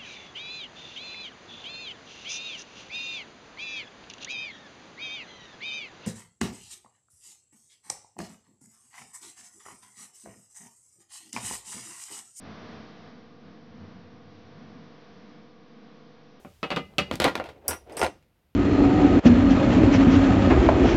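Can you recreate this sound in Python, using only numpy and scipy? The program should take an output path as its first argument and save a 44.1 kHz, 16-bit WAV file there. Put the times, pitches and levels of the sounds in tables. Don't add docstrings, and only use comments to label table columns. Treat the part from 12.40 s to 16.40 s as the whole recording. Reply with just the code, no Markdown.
import sys
import numpy as np
from scipy import signal
from scipy.fft import rfft, irfft
from scipy.io import wavfile
from scipy.ndimage import uniform_filter1d

SR = 44100
rng = np.random.default_rng(int(sys.argv[2]) if len(sys.argv) > 2 else 0)


def generate_wav(sig):
    pcm = np.round(np.clip(np.atleast_2d(sig).T, -1, 1) * 32767).astype(np.int16)
    wavfile.write(sys.argv[1], SR, pcm)


N = 176400

# frequency_hz, relative_db
AIR_SPECTRUM = [(10, -7.5), (30, -1.5), (60, -5.5), (200, -24), (2000, -69)]
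SIZZLE_SPECTRUM = [(900, -16.5), (2200, 4), (2700, 2), (3400, 2.5), (4700, -0.6), (5200, -3), (5850, -5),
                   (6300, -15), (6900, -23.5), (7600, -37), (8100, -43.5), (9000, -42), (10000, -59.5)]
RUSH_SPECTRUM = [(60, -42.5), (180, -18), (340, -2.5), (380, 0), (420, 6), (470, -2), (535, -4),
                 (590, -1.5), (660, 2.5), (770, -1.5), (815, -4), (850, -5), (885, -3), (1210, -3),
                 (1310, -7), (1480, -5.5), (2000, -9), (2800, -25.5), (6000, -54.5), (9000, -81)]
RUMBLE_SPECTRUM = [(25, -34.5), (58, -26), (70, -19), (82, -7.5), (91, 6.5), (108, -2), (121, 0.5),
                   (140, -12), (300, -80.5), (900, -100)]
ROAR_SPECTRUM = [(80, -62), (112, -11.5), (134, -7), (155, 3), (170, -5), (184, 1.5), (198, -3), (216, 4.5),
                 (246, 0.5), (284, -6.5), (314, -1), (345, -19.5), (600, -61), (3000, -97)]
# pitch_hz, width_hz, level_db
HOLLOW_TONES = [(472.7, 6, -62.5), (934, 19, -79), (1014, 5.1, -80), (1219, 14, -75.5)]
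# harmonic_number, level_db
HUM_HARMONICS = [(3, -68), (6, -65), (7, -71.5), (9, -65.5), (10, -63.6), (14, -69.5), (15, -72.5),
                 (16, -77), (20, -81), (22, -72), (23, -76.5), (24, -77.5), (28, -82), (29, -80), (33, -82)]
# time_s, rush_db, sizzle_db
RUSH_SIZZLE_ENVELOPES = [(0.0, -58, -60.5), (0.06, -48, -56), (0.34, -48, -54.5), (0.54, -53.5, -58.5),
                         (0.68, -52, -58.5), (0.74, -55.5, -61.5), (0.98, -61.5, -65.5),
                         (1.07, -55.5, -62.5), (1.25, -59.5, -64.5), (1.45, -54.5, -61.5),
                         (1.8, -59, -64.5), (1.94, -59.5, -62), (2.2, -55, -61.5), (2.55, -56.5, -61.5),
                         (2.92, -57, -61.5), (3.16, -62.5, -65.5), (3.48, -58, -63), (4.0, -62, -64.5)]
# time_s, level_db
RUMBLE_ENVELOPE = [(0.0, -63), (0.06, -56), (0.4, -52.5), (0.54, -60), (0.63, -56), (0.92, -63.5),
                   (1.07, -57), (1.2, -65), (1.36, -53.5), (1.58, -55), (1.64, -53.5), (2.05, -54.5),
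                   (2.42, -57.5), (2.52, -65), (2.8, -61), (2.89, -74), (3.1, -67), (3.4, -82), (3.6, -73),
                   (3.8, -64.5), (3.93, -78)]
ROAR_ENVELOPE = [(0.0, -51.5), (0.04, -47), (0.42, -50), (0.5, -51), (0.72, -51), (0.82, -54), (0.98, -53),
                 (1.08, -48.5), (1.26, -53), (1.4, -48.5), (1.63, -50.5), (1.7, -52), (1.93, -52.5),
                 (2.15, -55), (2.42, -50.5), (2.67, -58), (2.8, -53.5), (3.02, -52.5), (3.12, -56),
                 (3.45, -55), (3.7, -54.5), (3.8, -59), (3.87, -56)]
# peak_s, sigma_s, pitch_hz, level_db
FLAME_LEAPS = [(0.116, 0.052, 220, -48.5), (0.11, 0.077, 87, -53.5), (0.342, .08, 227, -47.5),
               (0.329, .09, 90, -53.5), (0.74, .035, 225, -51.5), (1.43, .075, 219, -50.5),
               (1.44, 0.08, 94.3, -50.5), (1.576, 0.081, 187, -52), (2.208, 0.07, 223.5, -52),
               (2.25, 0.14, 152.6, -54), (2.353, 0.062, 239, -50.5), (2.843, 0.12, 198, -54.5),
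               (3.42, 0.097, 221, -55)]

RUMBLE_TRIM_DB, ROAR_TRIM_DB, RUSH_TRIM_DB, SIZZLE_TRIM_DB = -6, -0.22, -0.38, -1.56
PUFFS_PER_S, EDDIES_PER_S, CRACKLES_PER_S = 1500, 12000, 20000
PULSE_SCATTER_DB, BAND_OCTAVES = 1, 0.55
WHOOMPH_Q = 9.6
MAINS_HZ, LOW_HUM_TRIM_DB = 50, -8
AIR_DB, HISS_DB = -86.5, -100.5
CUTOFF_HZ, DC_OFFSET = 15800, .0013


def undb(db):
    return 10 ** (np.asarray(db) / 20)


def unit(x):
    return x / np.std(x)


def envelopes(table):
    times, *columns = np.array(table).T
    return [np.interp(np.arange(N) / SR, times, column) for column in columns]


def colour(x, spectrum):
    hz, db = np.array(spectrum, float).T
    bin_hz = np.maximum(np.arange(N // 2 + 1) * SR / N, 1)
    gain = undb(np.interp(np.log(bin_hz), np.log(hz), db))
    cepstrum = irfft(np.log(gain), N)
    cepstrum[1:N // 2] *= 2
    cepstrum[N // 2 + 1:] = 0
    return irfft(rfft(x) * np.exp(rfft(cepstrum)), N)


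def shot_noise(per_s, scatter_db):
    pulses = (rng.random(N) < per_s / SR) * undb(scatter_db * rng.standard_normal(N))
    return unit(pulses.mean() - pulses)


def steady(x, span_s, share):
    window = int(span_s * SR) + 1
    power = uniform_filter1d(uniform_filter1d(x ** 2, window), window)
    return unit(x / power ** (np.clip(share, 0, 1) / 2))


def steady_bands(x, span_s, share):
    octave = np.log2(np.maximum(np.arange(N // 2 + 1) * SR / N, 1))
    centres = np.arange(np.log2(64), np.log2(8192), BAND_OCTAVES)
    spectrum = rfft(x)
    bands = (irfft(spectrum * np.interp(octave, centres, weight), N) for weight in np.eye(len(centres)))
    return unit(sum(np.std(band) * steady(band, span_s, share) for band in bands))


def ring(hz, width_hz):
    b, a = signal.iirpeak(hz, hz / (2 * width_hz), fs=SR)
    once = signal.lfilter(b, a, rng.standard_normal(N))
    twice = signal.lfilter(b, a, once)
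    return steady(twice, span_s=.025, share=.95)


def night_air():
    return undb(AIR_DB) * unit(colour(rng.standard_normal(N), AIR_SPECTRUM))


def hollow_tones():
    return sum(undb(db) * ring(hz, width_hz) for hz, width_hz, db in HOLLOW_TONES)


def mains_harmonic(number):
    return np.sqrt(2) * np.sin(2 * np.pi * (number * MAINS_HZ * np.arange(N) / SR + rng.random()))


def mains_hum(rumble_db):
    buzz = sum(undb(db) * mains_harmonic(round(number)) for number, db in HUM_HARMONICS)
    return buzz + undb(rumble_db + LOW_HUM_TRIM_DB) * mains_harmonic(2)


def sizzle(level_db):
    crackles = colour(shot_noise(CRACKLES_PER_S, scatter_db=0), SIZZLE_SPECTRUM)
    return steady(crackles, span_s=0.0026, share=0.65) * undb(level_db + SIZZLE_TRIM_DB)


def rush(level_db):
    eddies = colour(shot_noise(EDDIES_PER_S, PULSE_SCATTER_DB), RUSH_SPECTRUM)
    return steady_bands(eddies, span_s=.015, share=.75) * undb(level_db + RUSH_TRIM_DB)


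def whoomphs():
    t = np.arange(N) / SR
    sound = np.zeros(N)
    for peak_s, sigma_s, hz, db in FLAME_LEAPS:
        swell = np.exp(-((t - peak_s) / sigma_s) ** 2 / 2)
        sound += undb(db) * swell * ring(hz, hz / WHOOMPH_Q)
    return sound


def flames(rumble_db, roar_db):
    puffs = shot_noise(PUFFS_PER_S, PULSE_SCATTER_DB)
    rumble = steady(colour(puffs, RUMBLE_SPECTRUM), span_s=.04, share=.9)
    roar = steady_bands(colour(puffs, ROAR_SPECTRUM), span_s=.03, share=.85)
    return rumble * undb(rumble_db + RUMBLE_TRIM_DB) + roar * undb(roar_db + ROAR_TRIM_DB)


def scene():
    [rumble_db] = envelopes(RUMBLE_ENVELOPE)
    [roar_db] = envelopes(ROAR_ENVELOPE)
    rush_db, sizzle_db = envelopes(RUSH_SIZZLE_ENVELOPES)
    fire = flames(rumble_db, roar_db) + whoomphs() + rush(rush_db) + sizzle(sizzle_db)
    return (fire + mains_hum(rumble_db) + hollow_tones() + night_air())[None]


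def record(dry):
    hiss = undb(HISS_DB) * rng.standard_normal(N)
    low_pass = signal.ellip(8, .2, 70, CUTOFF_HZ, fs=SR, output="sos")
    return signal.sosfilt(low_pass, dry + hiss) + DC_OFFSET


dry = scene()
out = record(dry)
generate_wav(out)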